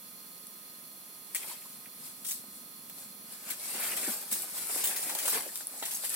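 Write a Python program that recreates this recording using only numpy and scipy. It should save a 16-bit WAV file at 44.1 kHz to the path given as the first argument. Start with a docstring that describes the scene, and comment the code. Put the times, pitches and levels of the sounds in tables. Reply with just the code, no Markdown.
"""Stripping a banana plant

Some metres away a man pulls dry sheaths (the layers around the stem) off a banana plant. Fibres rip
in jerks and snap, a big leaf rasps over the grass, husks crumple in his hands and a stalk gives way.
Trunks and leaves scatter the sound. Behind it: quiet air, insects, a far engine and a faint whine."""
import sys
import numpy as np
from scipy import signal
from scipy.fft import rfft, irfft, next_fast_len
from scipy.io import wavfile
from scipy.ndimage import map_coordinates

SR = 44100
rng = np.random.default_rng(int(sys.argv[2]) if len(sys.argv) > 2 else 0)


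def generate_wav(signal):
    """Clip the signal to [-1, 1] and save it as 16-bit WAV at the path in sys.argv[1]."""
    frames = np.transpose(np.atleast_2d(signal))
    scaled = np.clip(frames, -1, 1) * 32767
    pcm = np.round(scaled).astype(np.int16)
    wavfile.write(sys.argv[1], SR, pcm)


N = 271215

# tone colours of the background: (frequency [Hz], relative level [dB])
AIR_SPECTRUM = [(25, -34), (100, -27), (200, -5.5), (500, -9), (900, -10.5), (1600, -13), (2400, -12),
                (3500, -15), (4800, -15.5), (6300, -13.5), (8500, -10), (10800, -2), (11700, -5.5),
                (16000, -8.5)]
INSECT_SPECTRUM = [(3850, -40), (4070, -13), (4160, 15), (4270, 12.5), (4370, 8.5), (4460, -3), (4650, 3),
                   (4900, 4.5), (5300, -6), (5600, -38)]
ENGINE_SPECTRUM = [(50, -38), (110, -12.5), (145, -5), (210, 3), (280, -3), (450, -39), (900, -53)]
# how alike the air sounds on the left and right: (frequency [Hz], likeness [0 to 1])
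AIR_LIKENESS = [(60, 0.92), (180, 0.32), (550, 0.67), (950, 0)]
# the far engine growing louder and softer: (time [s], level [dB])
ENGINE_LEVELS = [(0.0, -62.5), (0.72, -67.5), (2.19, -62), (3.56, -63.5), (3.82, -62), (6.15, -71)]
# electrical tones: (pitch [Hz], level [dB])
WHINE_TONES = [(1055, -73), (1249, -69.5), (3364, -71.5), (3557, -72), (5669, -71), (5862, -72.5),
               (10282, -71.5), (10476, -61.5), (10860, -74), (11337, -83), (11531, -81), (12588, -66),
               (12781, -63), (13450, -74), (13644, -67), (13838, -62), (14031, -68), (14125, -68),
               (14510, -74), (15090, -72)]
# a sheath sliding or peeling:
# (time [s], length [s], level [dB], start pitch [Hz], end pitch [Hz], width [Hz])
SHEATH_RASPS = [(1.487, 0.057, -53, 950, 980, 450), (3.764, 0.14, -50, 1510, 1620, 700),
                (3.79, 0.078, -42, 2200, 2130, 890), (3.886, 0.044, -41.5, 2230, 2420, 845),
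                (4.02, 0.048, -45, 2300, 2150, 700), (5.092, 0.07, -47, 746, 650, 476),
                (5.249, 0.025, -43.5, 634, 820, 440), (5.257, 0.031, -41.5, 1300, 1330, 600),
                (5.322, 0.077, -42, 1000, 890, 444), (5.32, 0.04, -40, 1300, 1600, 890),
                (5.35, 0.059, -47, 2050, 1800, 700), (5.336, 0.055, -47.5, 565, 500, 260)]
# the tones the stalk rings with: (pitch [Hz], relative level [dB], time to fade by 60 dB [s])
STALK_TONES = [(325, -28, 0.06), (682, -11, 0.12), (810, -3, 0.028), (900, -5, 0.052), (1330, -3, 0.043),
               (2040, -6, .04), (2650, -14, 0.045), (3150, -13, .03)]
# hollow sheaths and stalks buckling: (time [s], peak level [dB], pitch [Hz], width [octaves])
BUCKLES = [(1.3475, -31, 2040, 0.28), (1.3475, -40.5, 970, 1.4), (1.358, -35, 2270, 0.58),
           (1.431, -39, 2200, 0.29), (1.444, -42.5, 880, 0.46), (1.512, -44.5, 945, 0.26),
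           (1.621, -45, 2180, 0.48), (1.656, -47, 1040, .45), (1.858, -40.5, 2150, 0.68),
           (2.313, -40, 2120, 0.51), (2.44, -46, 500, 2.5), (2.897, -47, 1900, 3),
           (3.745, -37.5, 398, 1.44), (4.03, -38.5, 354, 1.3), (4.076, -31.5, 235, 0.68),
           (4.08, -33, 600, 0.89), (4.316, -41.5, 225, 0.4), (4.316, -39, 700, 1.6), (4.697, -34, 517, 1.5),
           (4.759, -32, 400, 1.7), (4.839, -37, 790, 1.4), (5.095, -33.5, 643, 3), (5.151, -36, 620, 1),
           (5.279, -30.5, 1050, 0.96), (5.379, -32, 850, 1.7), (5.462, -38.5, 466, 0.72),
           (5.49, -40.5, 1720, .3), (5.558, -34, 2630, 2.8), (5.607, -37.5, 950, 2.4),
           (5.868, -47, 680, 0.43), (6.037, -38.5, 613, 0.97), (6.039, -36, 1990, 1)]
# hands moving along the sheaths:
# (time [s], hold [s], crackle level [dB], rub relative to crackle [dB], flex relative to crackle [dB])
HAND_STROKES = [(1.394, .04, -45, -7.5, -22), (1.483, 0.034, -41, -9, -20), (1.643, 0.11, -51.5, -16, -26),
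                (2.054, 0.015, -43.5, -14, -22), (2.312, 0.033, -39, -25, -46),
                (2.546, 0.037, -52, -32, -31), (2.994, 0.038, -46.5, -21, -18),
                (3.33, 0.012, -46, -11.5, -18), (3.488, 0.019, -40.5, -9, -17),
                (3.653, 0.13, -38, -13.5, -17), (3.826, 0.11, -34.5, -10.5, -16),
                (4.022, 0.12, -34, -13.5, -15), (4.338, 0.096, -37, -13.5, -17),
                (4.564, 0.066, -37, -14.5, -17), (4.731, 0.073, -33, -13.5, -18.5),
                (4.846, 0.12, -36, -11, -13.5), (5.026, 0.082, -36, -16, -15),
                (5.19, 0.078, -37.5, -12.5, -12.5), (5.303, 0.025, -33, -25, -31),
                (5.345, 0.041, -33.5, -8, -15), (5.44, 0.083, -45.5, -12.5, -13.5),
                (5.588, 0.025, -40, -23, -25), (5.727, 0.069, -45, -28, -11.5),
                (5.86, 0.11, -39, -14.5, -17.5), (6.04, 0.017, -35.5, -22, -24),
                (6.134, 0.032, -34, -11.5, -19)]
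# tone colours of crackling fibres, rubbing leaves, flexing sheaths: (frequency [Hz], relative level [dB])
CRACKLE_SPECTRUM = [(1500, -62), (2600, -19), (3600, -10), (5000, -4.5), (6400, -8.5), (7800, 0),
                    (9800, 0.5), (11500, -0.5), (14500, -3), (16000, -13.5)]
RUB_SPECTRUM = [(700, -7.5), (1400, 0), (1900, 0.5), (2400, 2.5), (3100, -1), (4800, -8.5), (6200, -38),
                (9000, -30)]
FLEX_SPECTRUM = [(90, -54), (190, -8), (350, -1.5), (800, 1.5), (1300, -5), (2500, -4), (5000, -58)]
# single fibres snapping: (time [s], peak level [dB], pitch [Hz], time until the last strand parts [s])
FIBRE_SNAPS = [(0.469, -29, 9400, .001), (1.3483, -12.5, 9300, .0005), (2.3100, -29, 7000, 0.0015),
               (2.317, -29, 6500, 0.0011), (2.32, -26, 9500, .001), (2.8975, -27, 14000, .002),
               (3.507, -19.5, 12500, .003), (3.7475, -31, 5230, .002), (4.3167, -19, 9400, .003),
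               (4.3245, -20, 10500, .002), (4.331, -25, 10000, .001), (4.421, -22, 9600, .002),
               (4.6712, -23, 9500, .002), (4.7375, -23, 10000, .0005), (4.7555, -16.5, 11000, .0012),
               (4.8425, -18, 9000, .003), (4.8738, -20.5, 9500, .001), (4.9620, -24, 9500, .002),
               (5.0289, -27, 9500, .002), (5.0947, -24, 11000, .002), (5.1005, -27, 11500, .001),
               (5.1505, -18, 10600, 0.0026), (5.151, -22, 7500, .001), (5.1881, -22, 9450, .001),
               (5.2020, -22, 9000, .001), (5.227, -22, 9500, .002), (5.2568, -19, 9400, .001),
               (5.2788, -15, 9000, .002), (5.3365, -19.5, 7000, .001), (5.345, -19, 8900, .001),
               (5.3490, -24, 9500, .0005), (5.4088, -26, 9800, .001), (5.4229, -20.5, 9800, .0003),
               (5.5573, -19, 6850, .0008), (5.5567, -18, 13500, .0009), (5.5754, -22, 9000, .0008),
               (5.6705, -18, 10100, .0004), (5.8545, -20.5, 9500, .002), (5.9092, -26, 9500, .001),
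               (5.9378, -17, 10400, .0003), (5.9530, -24, 9500, .0005), (5.9718, -22, 10000, .0005),
               (6.0505, -19, 9500, .001), (6.095, -16, 9800, .0007), (6.1020, -18, 9400, .001),
               (6.1420, -17.5, 10000, .0004)]
# bundles of fibres ripping: (time [s], level [dB], wood relative to fibres [dB], length [s])
BUNDLE_RIPS = [(1.349, -30.5, -12, 0.013), (2.246, -37.5, -12.5, 0.0089), (2.264, -37.5, -33, 0.022),
               (2.286, -33, -20, 0.012), (2.308, -33.5, -21, .011), (2.896, -44, -7.5, 0.0018),
               (3.501, -31.5, -13, 0.013), (3.746, -39.5, -4.5, 0.021), (3.832, -36, -12, 0.025),
               (3.965, -32.5, -10, 0.0096), (4.3126, -31.5, -14, 0.004), (4.323, -28.5, -22, 0.0056),
               (4.576, -48, -6, 0.011), (4.775, -36, -9, .004), (4.8376, -25, -13, 0.0061),
               (4.871, -33.5, -10, 0.0065), (4.9603, -32, -12, 0.013), (5.028, -37, -17, 0.012),
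               (5.094, -32.5, -9, 0.0043), (5.1487, -32.5, -9.5, 0.0026), (5.186, -34, -9, .015),
               (5.2275, -34, -15, .002), (5.254, -32, -9.5, 0.013), (5.278, -29.5, -16, 0.003),
               (5.296, -34.5, -17, 0.01), (5.331, -34.5, -7, 0.022), (5.5568, -39, -10, 0.0011),
               (5.825, -40, -1.5, 0.014), (5.852, -36, -10, 0.0099), (5.909, -36, -13, 0.017),
               (5.945, -33, -29, .008), (6.044, -35, -7, 0.0052)]
# tone colours of tearing fibres and the woody sheath they shake: (frequency [Hz], relative level [dB])
TEAR_SPECTRUM = [(1500, -33), (2600, -17), (4000, -6.5), (5500, -2.5), (8000, 5), (10000, 6), (13000, 2),
                 (14500, 2), (16000, 7.5)]
WOOD_SPECTRUM = [(700, -10.5), (1400, -6), (2050, 0), (2700, -1), (3600, 2.5), (7000, -22)]


def amp(db):
    """Turn decibels into a gain to multiply by."""
    return 10 ** (np.asarray(db) / 20)


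def unit(x):
    """Scale a sound to an average power of 1."""
    return x / np.sqrt(np.mean(x ** 2) + 1e-20)


def along(points, hz):
    """Read between (frequency, value) points on a logarithmic frequency axis."""
    freqs, values = np.transpose(points)
    return np.interp(np.log(hz + 1), np.log(freqs + 1), values)


def wobble(rate):
    """A smooth curve through `rate` random values a second."""
    return map_coordinates(rng.standard_normal(int(N * rate / SR) + 4), [np.arange(N) * rate / SR])


def filtered(x, response):
    """Scale each frequency of a sound by response(hz)."""
    size = next_fast_len(N + SR // 2)
    return irfft(rfft(x, size) * response(np.fft.rfftfreq(size, 1 / SR)), size)[..., :N]


def coloured(x, spectrum):
    """Give a sound a tone colour, at an average power of 1."""
    return unit(filtered(x, lambda hz: amp(along(spectrum, hz))))


def add(track, start_s, sound):
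    """Mix a sound into a track at the given time."""
    part = track[..., max(round(start_s * SR), 0):][..., :sound.shape[-1]]
    part += sound[..., :part.shape[-1]]


def outdoors(x, echo_db, fade_s, lag_s, spread_hz=510):
    """Sound reaches the left lag_s late; leaves and trunks add echoes that fall 60 dB in fade_s."""
    t, echoes = np.arange(SR // 10) / SR, np.zeros((2, N))
    for start in range(0, N, len(t)):  # the paths change as the sheaths move
        tail = rng.standard_normal((2, len(t))) * amp(-60 * t / fade_s)
        tail /= np.linalg.norm(tail, axis=1, keepdims=True)
        add(echoes, start / SR, signal.fftconvolve(x[None, start:start + len(t)], tail, axes=1))
    shared = echoes[1]  # below spread_hz both sides get much the same echoes
    apart = filtered(echoes[0] - shared, lambda hz: hz ** 2 / (hz ** 2 + spread_hz ** 2))
    echoes = np.array([shared + apart, shared])
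    direct = np.array([np.roll(x, round(lag_s * SR)), x])
    return (direct + amp(echo_db) * echoes) / np.hypot(1, amp(echo_db))


def cracks(rate, top_hz, life_s, spread_db, samples):
    """Tiny cracks, `rate` a second, each a dying ring with its own pitch and strength."""
    when, pitch, phase, chance = rng.random((int(rate * N / SR), 4)).T[:, :, None]
    age = np.arange(samples)
    strength = amp(-spread_db * np.log(np.maximum(chance, .01)))  # many weak, few strong
    waves = np.cos(2 * np.pi * (pitch * top_hz * age / SR + phase))
    rings = strength * np.exp(-age / SR / life_s) * waves
    return np.bincount(((when * N).astype(int) + age).ravel(), rings.ravel(), N)[:N]


def air(level_db=-48):
    """An even outdoor hush: alike on both sides in the deep bass, unrelated in the treble."""
    def shares(hz):
        angle = np.arccos(np.clip(along(AIR_LIKENESS, hz), 0, 1)) / 2
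        return np.array([np.cos(angle), np.sin(angle)])
    shared, apart = filtered(rng.standard_normal((2, N)), shares)
    hush = coloured(np.array([shared + apart, shared - apart]), AIR_SPECTRUM)
    return amp(level_db + 0.08 * wobble(3.46)) * hush


def insects():
    """Many far insects merge into one high, fluttering hiss."""
    return amp(-60.5 + 1.6 * wobble(40)) * coloured(rng.standard_normal((2, N)), INSECT_SPECTRUM)


def engine(firing_hz=22.6):
    """A far, slow engine: every firing is a soft thud, blurred by a rumble of echoes."""
    firings = np.cumsum(firing_hz * (1 + 0.0204 * wobble(1.5))) / SR
    thuds = np.diff(np.floor(firings), prepend=0) * amp(0.55 * wobble(21.77))
    blurred = unit(thuds) + 0.99 * rng.standard_normal(N)
    rumble = outdoors(blurred, echo_db=-13, fade_s=0.16, lag_s=.00005)
    level_db = np.interp(np.arange(N) / SR, *np.transpose(ENGINE_LEVELS))
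    return amp(level_db) * coloured(rumble, ENGINE_SPECTRUM)


def whine():
    """The recorder's electronics give thin tones that drift and waver together."""
    clock = np.arange(N) / SR + 0.000122 * wobble(1.5) + .000008 * wobble(30)
    return np.sqrt(2) * sum(amp(db) * np.sin(2 * np.pi * hz * clock) for hz, db in WHINE_TONES)


def rasps(rise_s=0.0031, fall_s=0.012, jerk_db=3.5, jerks_per_s=220):
    """Fibres catch and slip on a hollow sheath; its pitch glides as the loose part changes length."""
    sliding, t = np.zeros(N), np.arange(SR // 5) / SR
    slips = cracks(rate=1600, top_hz=2980, life_s=0.0002, spread_db=1.5, samples=40)
    jerks = unit(amp(jerk_db * wobble(jerks_per_s)))
    for start, length, db, start_hz, end_hz, width_hz in SHEATH_RASPS:
        pitch_hz = np.interp(t, [0, length], [start_hz, end_hz])
        glide = np.exp(2j * np.pi * np.cumsum(pitch_hz) / SR)
        lowpass = signal.butter(2, width_hz / 2, fs=SR, output="sos")
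        # shift the pitch down to 0 Hz, keep what lies near it, and shift it back
        shifted = slips[round(start * SR):][:len(t)] / glide
        ring = (signal.sosfilt(lowpass, shifted) * glide).real
        swell = (1 - np.exp(-t / rise_s)) * np.exp(-np.maximum(t - length, 0) / fall_s)
        add(sliding, start, amp(db) * swell * unit(ring))
    return outdoors(sliding * jerks, echo_db=-1.5, fade_s=0.068, lag_s=.00005)


def stalk_knock(start_s=5.8253, level_db=-32.5):
    """The woody stalk gives way with one dull knock, made of tones that die quickly."""
    stalk, t = np.zeros(N), np.arange(SR // 6) / SR
    for hz, db, fade_s in STALK_TONES:
        add(stalk, start_s, amp(level_db + db - 60 * t / fade_s) * np.sin(2 * np.pi * hz * t))
    return outdoors(stalk, echo_db=-4, fade_s=.07, lag_s=.00006)


def buckles(crumple_db=2):
    """A buckling sheath gives a blow and a brief crumple; the hollower it is, the purer its pitch."""
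    knocks, t = np.zeros(N), np.arange(SR // 6) / SR
    blow = t == 0
    for start, db, hz, octaves in BUCKLES:
        fade_s = 0.072 * (600 / (hz * octaves)) ** 0.16  # narrower bands ring longer
        edge = 2 ** (octaves / 2)
        band = signal.butter(2, [hz / edge, hz * edge], "bandpass", fs=SR, output="sos")
        crumple = rng.standard_normal(len(t)) * amp(-60 * t / fade_s)
        knock = signal.sosfilt(band, blow + amp(crumple_db) * crumple / np.linalg.norm(crumple))
        add(knocks, start, amp(db) * knock / np.abs(knock).max())
    return outdoors(knocks, echo_db=-7, fade_s=0.065, lag_s=.00006)


def hand_strokes(rise_s=0.058, fall_s=0.048):
    """Each stroke swells, holds and fades; gives the gains of crackling, rubbing and flexing."""
    t, power = np.arange(N) / SR, np.zeros((3, N))
    for start, hold, db, rub_db, flex_db in HAND_STROKES:
        ease_s = 0.34 * hold  # longer strokes start and stop more gently
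        before = np.maximum(start - t, 0) / (rise_s + ease_s)
        after = np.maximum(t - start - hold, 0) / (fall_s + ease_s)
        gain = amp(db - 10 * np.minimum(before + after, 10))
        power += (amp([[0], [rub_db], [flex_db]]) * gain) ** 2
    return np.sqrt(power)


def rustle():
    """Handled sheaths crackle, rub and flex; all three catch and slip together."""
    crackle_gain, rub_gain, flex_gain = hand_strokes()
    catch = wobble(55)
    fine = unit(cracks(rate=3500, top_hz=17500, life_s=0.000098, spread_db=3, samples=40))
    thick = unit(cracks(rate=140, top_hz=15400, life_s=0.00075, spread_db=5, samples=40))
    crackle = outdoors(fine, echo_db=19, fade_s=0.15, lag_s=.0001)
    crackle += amp(-13.5) * outdoors(thick, echo_db=7, fade_s=0.1, lag_s=.0001)
    rub = cracks(rate=3000, top_hz=8040, life_s=0.00076, spread_db=2.5, samples=120)
    rub = outdoors(rub, echo_db=5.5, fade_s=0.1, lag_s=.00002)
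    flex = cracks(rate=900, top_hz=2964, life_s=0.0012, spread_db=0, samples=400)
    flex = outdoors(flex, echo_db=-3, fade_s=0.17, lag_s=.00006)
    return (crackle_gain * amp(0.5 * catch) * coloured(crackle, CRACKLE_SPECTRUM)
            + rub_gain * amp(-0.7 + 0.96 * catch) * coloured(rub, RUB_SPECTRUM)
            + flex_gain * amp(0.4 + 0.95 * catch) * coloured(flex, FLEX_SPECTRUM))


def snaps():
    """A brittle fibre gives one bright click, then two weaker ones as its last strands part."""
    clicks, t = np.zeros(N), np.arange(SR // 200) / SR
    ring = lambda hz: np.exp(-t / 0.00022) * (1 - np.exp(-t / .00005)) * np.sin(2 * np.pi * hz * t)
    for start, db, hz, length in FIBRE_SNAPS:
        delay, middle_shift, last_shift = 2 * rng.random(3) - 1
        gain = amp(db) / np.abs(ring(hz)).max()
        add(clicks, start, gain * ring(hz))
        add(clicks, start + length * (.5 + 0.3 * delay), 0.58 * gain * ring(hz * (1 + .09 * middle_shift)))
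        add(clicks, start + length, 0.41 * gain * ring(hz * (1 + 0.22 * last_shift)))
    bright = signal.sosfilt(signal.butter(1, 1500, "highpass", fs=SR, output="sos"), clicks)
    return outdoors(bright, echo_db=-4, fade_s=0.13, lag_s=0.00008)


def rips(rise_s=0.0008, typical_db=-35.5, doubling_db=9.5):
    """Each jerk sets off a dense run of breaking fibres that shakes the woody sheath and dies away."""
    fibre_gain, wood_gain, t = np.zeros(N), np.zeros(N), np.arange(SR // 3) / SR
    for start, db, wood_db, length in BUNDLE_RIPS:
        fade_s = 0.11 * 2 ** ((db - typical_db) / doubling_db)  # stronger rips fade more slowly
        burst = amp(db - 60 * np.maximum(t - length, 0) / fade_s) * (1 - np.exp(-t / rise_s))
        add(fibre_gain, start, burst)
        add(wood_gain, start, burst * amp(wood_db))
    fibres = cracks(rate=4900, top_hz=17320, life_s=0.0013, spread_db=2.5, samples=40)
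    fibres = outdoors(fibres, echo_db=5.5, fade_s=0.076, lag_s=0.00013)
    wood = cracks(rate=6800, top_hz=7200, life_s=0.00024, spread_db=1, samples=160)
    wood = outdoors(wood, echo_db=-1.5, fade_s=0.048, lag_s=.0001)
    return fibre_gain * coloured(fibres, TEAR_SPECTRUM) + wood_gain * coloured(wood, WOOD_SPECTRUM)


def scene():
    """The work is a little louder on the left, the background on the right."""
    work = rustle() + rasps() + rips() + snaps() + buckles() + stalk_knock()
    # the deep bass is cut from the work sounds
    work = signal.sosfilt(signal.butter(4, 185, "highpass", fs=SR, output="sos"), work)
    background = air() + insects() + whine() * amp([[-1.5], [1]])
    return work * amp([[.9], [-.9]]) + background * amp([[-1.8], [1.2]]) + engine() * amp([[-1], [.8]])


def record(dry):
    """Cut off the very highest treble."""
    return filtered(dry, lambda hz: hz < 15850)


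dry = scene()
out = record(dry)
generate_wav(out)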